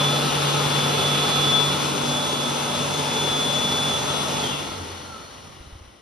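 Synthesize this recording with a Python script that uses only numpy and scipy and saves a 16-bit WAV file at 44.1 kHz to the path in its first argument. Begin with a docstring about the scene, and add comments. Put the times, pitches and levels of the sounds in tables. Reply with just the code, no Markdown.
"""A hand dryer roars in a tiled restroom: turbulent air, a whine from 24 fan blades, motor hum and buzz.
The tones swell and fade as the microphone crosses standing waves on its way to the sink.
At 4.4 s the power cuts; the fan coasts down and its tones slide through room and housing resonances.
A tap hisses briefly through its aerator; a few low bumps jolt the microphone as its holder turns to go."""
import sys
import numpy as np
from scipy import signal
from scipy.fft import rfft, irfft
from scipy.io import wavfile
from scipy.ndimage import uniform_filter1d

SR = 44100
rng = np.random.default_rng(int(sys.argv[2]) if len(sys.argv) > 2 else 0)


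def persist_wave(psi):
    """Save psi, clipped to +-1, as 16-bit WAV."""
    counts = np.round(np.clip(psi, -1, 1) * 32767).astype(np.int16)
    wavfile.write(sys.argv[1], SR, np.atleast_2d(counts).T)


N = 265041
TIME = np.arange(N) / SR
BLADES = 24
POWER_OFF_S, MOVE_START_S, MOVE_END_S, LEAVE_S = 4.405, 1.38, 2.1, 5.9

# air spectrum, full speed: f/Hz, relative level/dB
ROAR_DB = [(25, -44), (50, -15), (110, -3), (230, -2), (700, -2.5), (900, -3), (1350, -4.5), (1800, -12.5),
           (3000, -6), (4800, -13), (6900, -15), (9600, -19), (11500, -25), (13500, -29)]
# air spectrum, nearly stopped: f/Hz, relative level/dB
DRAUGHT_DB = [(25, -40), (55, -10), (90, -8), (150, -16), (300, -8), (700, -15.5), (1250, -16),
              (1700, -21.5), (2600, -24.5), (3600, -22), (5000, -29), (8300, -35), (10500, -33),
              (13500, -47)]
# room and housing resonances, full speed: f/Hz, width/Hz, gain/dB
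ROAR_PEAKS = [(94.6, 7.5, 6), (109.5, 14.5, -10.5), (177, 14.6, -4), (192, 7.5, 7), (213, 15, -4),
              (265.5, 16, 5), (284, 9.5, 1), (394, 14, 5), (453, 53, 3), (890, 83, 2), (3290, 120, -1),
              (3600, 170, 3), (4060, 110, 3.5)]
# room and duct resonances, nearly stopped: f/Hz, width/Hz, gain/dB
DRAUGHT_PEAKS = [(140, 20, 6.5), (385, 30, -4), (1980, 260, 6), (2980, 470, 6.5), (3930, 200, 4),
                 (4270, 150, 4), (5740, 930, 7), (9300, 820, 6)]
# housing peaks and dips, any speed: f/Hz, width/Hz, gain/dB
HOUSING_PEAKS = [(430, 40, 2.5), (560, 90, 1.5), (685, 60, -3), (885, 50, 1.5), (1090, 35, 2),
                 (1185, 70, -3.5), (1255, 50, 3.5), (1345, 60, 1.5), (1435, 40, 3.5)]
# air colour change at the sink: f/Hz, gain/dB
SINK_TINT_DB = [(200, 0), (290, 0), (430, -2.5), (600, 0.5), (900, 0.85), (1800, -1), (4000, -1.5),
                (6500, 1.7), (12000, -0.5)]
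# shaft speed under power: t/s, f/Hz
SHAFT_HZ = [(0, 143.85), (.3, 144.12), (.8, 144.12), (1.35, 144.0), (1.55, 143.9), (2.0, 143.85),
            (2.7, 144.05), (3.2, 143.95), (4.4, 143.95)]
# blade tone across standing waves: t/s, level/dB
WHINE_DB = [(0.0, -23.5), (0.22, -30.5), (0.27, -44), (0.37, -32), (0.44, -42), (0.76, -29), (0.95, -32),
            (1.06, -25), (1.18, -29.5), (1.45, -24), (1.56, -18.5), (1.73, -31.5), (1.96, -38.5),
            (2.08, -31), (2.17, -28), (2.31, -39), (2.46, -29), (2.56, -40), (2.82, -31), (2.86, -38.5),
            (2.96, -31.5), (3.03, -37), (3.17, -29), (3.32, -26.5), (3.95, -26.5), (4.03, -36.5),
            (4.42, -36.5)]
# blade tone balance: t/s, left-right/dB
WHINE_PAN_DB = [(0.0, 0), (1.35, -4.5), (1.77, 16), (1.83, 21), (2.29, -1), (2.33, 4), (3.98, 1),
                (4.04, 26), (4.42, 21)]
# ninth shaft harmonic, singing in the housing: t/s, level/dB
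SING_DB = [(0, -37), (.25, -37), (.8, -42), (1.05, -36.5), (1.3, -34), (1.6, -37.5), (2.0, -51),
           (2.3, -40.5), (2.55, -45), (2.8, -41), (3.05, -46), (3.85, -48), (4.4, -44)]
# shaft harmonic envelope: f/Hz, level/dB
COMB_DB = [(430, -55), (1100, -60), (1800, -63), (2600, -68), (3900, -50), (4600, -68), (5800, -52.5),
           (7400, -66), (9500, -59), (11000, -70)]
# prominent shaft harmonics: order, dryer level/dB, sink level/dB
STRONG_HARMONICS = [(4, -52, -46), (5, -45.5, -50), (6, -44.5, -43.5), (13, -55, -57), (23, -51, -52),
                    (25, -53, -55), (28, -52, -55), (29, -47, -52), (33, -52, -58), (37, -52, -58),
                    (42, -50, -54), (45, -53, -45), (46, -50, -60), (74, -59, -59)]
# lower buzz tone across standing waves: t/s, level/dB
LOW_BUZZ_DB = [(0, -44), (.2, -38), (.45, -48), (.9, -36), (1.2, -41), (1.9, -42), (2.05, -36.5),
               (2.17, -36.5), (2.27, -47), (2.42, -35), (2.65, -34), (2.95, -41.5), (3.9, -38), (4.13, -51),
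               (4.42, -35.5)]
# upper buzz tone, likewise: t/s, level/dB
HIGH_BUZZ_DB = [(0, -52), (.55, -44), (1.55, -48), (1.8, -39.5), (2.0, -47), (2.17, -39), (2.5, -48),
                (2.73, -39.5), (2.9, -53), (3.38, -53), (3.55, -38.5), (3.73, -45), (3.92, -38.5),
                (4.4, -50)]
# room and housing resonances swept while coasting: f/Hz, width per pass/Hz, gain/dB
SWEPT_PEAKS = [(86, 3, 10.5), (94.5, 4, 11), (135, 8, 4), (1320, 105, 2), (2830, 150, 3.5), (3230, 720, 6)]
# tap stream: t/s, level/dB
TAP_DB = [(4.5, -90), (4.68, -48.5), (5.0, -49.5), (5.25, -53), (5.5, -58), (5.7, -90)]
# aerator hiss bands: f/Hz, base width/Hz, relative level/dB
AERATOR_BANDS = [(4320, 150, 2.5), (5770, 400, -4), (6670, 250, -5)]
# microphone bumps: t/s, envelope peak/dB, f/Hz
JOLTS = [(5.603, -37, 60), (5.669, -37, 75), (5.725, -33, 58), (5.752, -34, 80), (5.809, -35, 80),
         (5.842, -44, 65), (5.875, -42, 60)]
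# microphone pair likeness: f/Hz, coherence/0-1
PAIR_COHERENCE = [(60, .97), (160, .93), (300, .58), (700, .3), (1700, .33), (2400, .65), (4600, .74),
                  (6000, .4), (7200, .93), (10500, .9), (13500, .7)]
# microphone pair phase: f/Hz, left lead/rad
PAIR_LEAD_RAD = [(60, 0), (200, -.1), (600, -.9), (1500, -1.0), (2200, .2), (3000, .8), (4300, 0),
                 (5300, -.2), (6200, -1.7), (6800, -2.9), (7600, -3.2), (8400, -3.9), (10500, -6.1),
                 (12000, -6.5), (13500, -8.8)]
# microphone pair balance: f/Hz, left-right/dB
PAIR_BALANCE_DB = [(60, 3), (95, -1), (135, -12), (220, 0), (360, 3.5), (700, 0), (1200, 2), (1800, 1),
                   (2500, 3.5), (6400, 4), (6900, -2), (13000, 1)]


def air(ripple_db=1.5, eddy_db=0.5, flutter_db=0.57, calm_speed=0.17):
    """Turbulent air from the nozzle fills the room; it turns hollow as the fan slows."""
    frames, hz = N // 1024 + 5, np.fft.rfftfreq(4096, 1 / SR)
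    t = np.arange(frames) * 1024 / SR
    slowed = np.clip((1 - coasting(t)) / (1 - calm_speed), 0, 1)[:, None]
    roar_db = at_hz(ROAR_DB, hz) + peaks_db(ROAR_PEAKS, hz)
    draught_db = at_hz(DRAUGHT_DB, hz) + peaks_db(DRAUGHT_PEAKS, hz)
    colour_db = (1 - slowed) * roar_db + slowed * draught_db + peaks_db(HOUSING_PEAKS, hz)
    colour_db += by_place(0, 1, t)[:, None] * at_hz(SINK_TINT_DB, hz)
    # standing waves: fine, slow ripples; eddies: broad, brief patches
    ripples, eddies = rng.standard_normal((2, frames, len(hz)))
    colour_db += ripple_db * blur(ripples, frames=40, bins=2)
    colour_db += eddy_db * blur(eddies, frames=3, bins=60)
    shape = gain(colour_db)
    shape /= np.linalg.norm(shape[:, (hz > 300) & (hz < 2600)], axis=1, keepdims=True)
    real, imag = rng.standard_normal((2, 2, len(hz), frames))
    noise = signal.istft((real + 1j * imag) * shape.T, nperseg=4096, noverlap=3072)[1][:, :N]
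    return mic_pair(*noise) * gain(air_gain_db() + flutter_db * drift(49))


def air_gain_db(db_per_decade=33.5, leave_db_per_s=17, room_lag_s=0.019):
    """The air weakens with distance and falling fan speed; the room holds it a moment."""
    slowing_db = db_per_decade * np.log10(coasting(TIME - room_lag_s))
    leaving_db = leave_db_per_s * np.maximum(TIME - LEAVE_S, 0)
    return by_place(dryer=-23.5, sink=-26) + slowing_db - leaving_db


def whine(turns, stray_db=-36, linger_db=-41):
    """Blades pass the housing: one piercing tone, shaken by the turbulent intake."""
    cycles = BLADES * turns
    balance = pan(at_time(WHINE_PAN_DB))
    direct = gain(at_time(WHINE_DB)) * balance / balance.mean(0) * room_tone(cycles, 0.15, rate_hz=28)
    # side-wall reflections arrive in antiphase
    stray = gain(stray_db) * room_tone(cycles, 5.6, rate_hz=4.3)[0] * np.array([[1], [-1]])
    linger = gain(linger_db) * room_tone(cycles, 0.79, rate_hz=8.2) * after_cut(rise_s=0.075)
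    return (direct + stray + linger) * ring_out(t60_s=1.55)


def motor(turns, mains_hz=60):
    """Rotor hum once a turn, shaft harmonics, and magnetic buzz at multiples of the mains rate."""
    hum_db = by_place(dryer=-29, sink=-36.5)
    hum = gain(hum_db) * room_tone(turns, 0.12, rate_hz=7)[0] * pan(-0.5)
    sing = gain(at_time(SING_DB)) * room_tone(9 * turns, 0.6, rate_hz=24) * pan(4)
    buzz = sum(gain(at_time(curve)) * room_tone(order * mains_hz * TIME, 0.2, rate_hz=3)
               for order, curve in ((4, LOW_BUZZ_DB), (10, HIGH_BUZZ_DB)))
    comb = mic_pair(*shaft_comb(turns))
    return (hum + sing + comb) * ring_out(t60_s=1.2) + buzz * ring_out(t60_s=0.8)


def shaft_comb(turns):
    """Shaft harmonics 3-75 without the blade tone; the low ones waver slowest."""
    strong_db = {order: by_place(dryer, sink) for order, dryer, sink in STRONG_HARMONICS}
    comb = np.zeros((2, N))
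    for order in range(3, 76):
        if order != BLADES:
            level_db = strong_db.get(order, at_hz(COMB_DB, order * SHAFT_HZ[0][1]))
            comb += gain(level_db) * room_tone(order * turns, 0.6, rate_hz=min(order / 2, 9))
    return comb


def wind_down(turns, direct_db=-39, walls_db=-37.5, hum_db=-36.5, hum_db_per_decade=28):
    """Blade tone, 15th harmonic and hum slide down and fade, swelling where they cross a resonance."""
    speed, onset = coasting(TIME), after_cut(rise_s=0.011)
    blade, lower = (room_tone(order * turns, 0.45, rate_hz=90)[0] for order in (BLADES, 15))
    slide = (blade + gain(-4) * lower) * onset * speed
    first, second = (room_tone(order * turns, 0.15, rate_hz=20)[0] for order in (1, 2))
    hum = (first + gain(-8) * second) * onset * gain(hum_db_per_decade * np.log10(speed))
    slide, hum = resonate(slide, SWEPT_PEAKS), resonate(hum, SWEPT_PEAKS)
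    return gain(direct_db) * slide + gain(walls_db) * tiled_walls(slide) + gain(hum_db) * hum


def tap(spatter_db=1.0):
    """Water hisses through the aerator and spatters into the basin."""
    noise = rng.standard_normal((2, N)) * gain(spatter_db * drift(120))
    hiss = unit_rms(resonate(noise, AERATOR_BANDS, widen=1.4))
    return mic_pair(*hiss) * gain(at_time(TAP_DB))


def jolts(rise_s=0.0058):
    """Soft, low bumps through the microphone body."""
    bumps = np.zeros(N)
    for start_s, peak_db, hz in JOLTS:
        age_s = np.maximum(TIME - start_s, 0)
        envelope = age_s / rise_s * np.exp(1 - age_s / rise_s)
        bumps -= gain(peak_db) * envelope * np.sin(2 * np.pi * hz * age_s)
    return bumps


def tiled_walls(x, bass_t60_s=0.53, treble_t60_s=0.94):
    """Dense reflections of random sign, one tail per channel; the treble rings longer."""
    echoes = rng.choice([-1., 1.], (2, SR)) * (rng.random((2, SR)) < 0.06)
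    hz, t, spectra = signal.stft(echoes, SR, nperseg=256)
    t60_s = at_hz([(300, bass_t60_s), (8000, treble_t60_s)], hz)[:, None]
    tail = signal.istft(spectra * gain(-60 * t / t60_s), SR, nperseg=256)[1]
    return signal.fftconvolve(x[None], tail / np.linalg.norm(tail[0]), axes=1)[:, :N]


def room_tone(cycles, scatter, rate_hz):
    """A direct tone plus shifting reflections of relative size scatter; two channels, unit rms."""
    phase = 2 * np.pi * (cycles + rng.random())
    cos, sin = np.cos(phase), np.sin(phase)
    return np.array([unit_rms(cos + scatter * (drift(rate_hz) * cos + drift(rate_hz) * sin))
                     for _ in range(2)])


def mic_pair(left, independent):
    """Two ports, most alike in bass and treble; phase and balance vary with frequency."""
    hz = np.fft.rfftfreq(N, 1 / SR)
    coherence = np.clip(at_hz(PAIR_COHERENCE, hz), 0, 1)
    left = rfft(left)
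    right = coherence * left + np.sqrt(1 - coherence ** 2) * rfft(independent)
    right *= np.exp(-1j * at_hz(PAIR_LEAD_RAD, hz))
    return irfft(np.array([left, right]) * pan(at_hz(PAIR_BALANCE_DB, hz)), N)


def coasting(t, drag_halving_s=0.52, friction_per_s=0.045):
    """Fraction of full speed; air drag and friction brake the fan after the cut."""
    age_s = np.maximum(t - POWER_OFF_S, 0)
    return 1 / (1 + age_s / drag_halving_s) - friction_per_s * age_s


def ring_out(t60_s):
    """Room decay of a steady tone after the cut."""
    return gain(-60 * np.maximum(TIME - POWER_OFF_S, 0) / t60_s)


def after_cut(rise_s):
    """Fade-in from the power cut."""
    return np.clip((TIME - POWER_OFF_S) / rise_s, 0, 1)


def by_place(dryer, sink, t=TIME):
    """Crossfades a value as the microphone moves."""
    return np.interp(t, [MOVE_START_S, MOVE_END_S], [dryer, sink])


def resonate(x, bands, widen=1):
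    """Parallel resonances, two passes each for steep skirts."""
    total = 0
    for hz, width_hz, db in bands:
        b, a = signal.iirpeak(hz, hz / (widen * width_hz), SR)
        total += gain(db) * signal.lfilter(b, a, signal.lfilter(b, a, x))
    return total


def peaks_db(rows, hz):
    """Sum of bell-shaped peaks and dips."""
    return sum(db / (1 + (2 * (hz - centre_hz) / width_hz) ** 2) for centre_hz, width_hz, db in rows)


def drift(rate_hz):
    """Random wander, unit rms, low-passed at rate_hz."""
    hz = np.fft.rfftfreq(4096, TIME[-1] / 4096)
    smooth = irfft(rfft(rng.standard_normal(4096)) / (1 + (hz / rate_hz) ** 4))
    return np.interp(TIME, np.linspace(0, TIME[-1], len(smooth)), unit_rms(smooth))


def blur(x, frames, bins):
    """Time-frequency smoothing to unit rms."""
    return unit_rms(uniform_filter1d(uniform_filter1d(x, frames, axis=0), bins, axis=1))


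def at_hz(rows, hz):
    """Interpolates on a log-frequency axis."""
    knots_hz, values = np.transpose(rows)
    return np.interp(np.log(hz + 1), np.log(knots_hz + 1), values)


def at_time(rows):
    return np.interp(TIME, *np.transpose(rows))


def pan(left_right_db):
    return gain(np.array([[0.5], [-0.5]]) * left_right_db)


def gain(db):
    return 10 ** (np.asarray(db) / 20)


def unit_rms(x):
    return x / np.sqrt(np.mean(x ** 2) + 1e-20)


def scene(wobble=0.00029):
    """Air roar over the tones of one shaft; then coast-down, tap and bumps."""
    shaft_hz = at_time(SHAFT_HZ) * (1 + wobble * drift(14.4))
    powered_turns = np.cumsum(shaft_hz) / SR
    coasting_turns = np.cumsum(shaft_hz * coasting(TIME)) / SR
    dryer = air() + whine(powered_turns) + motor(powered_turns) + wind_down(coasting_turns)
    return dryer + tap() + jolts()


def record(dry):
    """Low-pass at 13.5 kHz."""
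    lowpass = signal.firwin(511, 13500, window=("kaiser", 9), fs=SR)
    return signal.oaconvolve(dry, lowpass[None], "same")


dry = scene()
out = record(dry)
persist_wave(out)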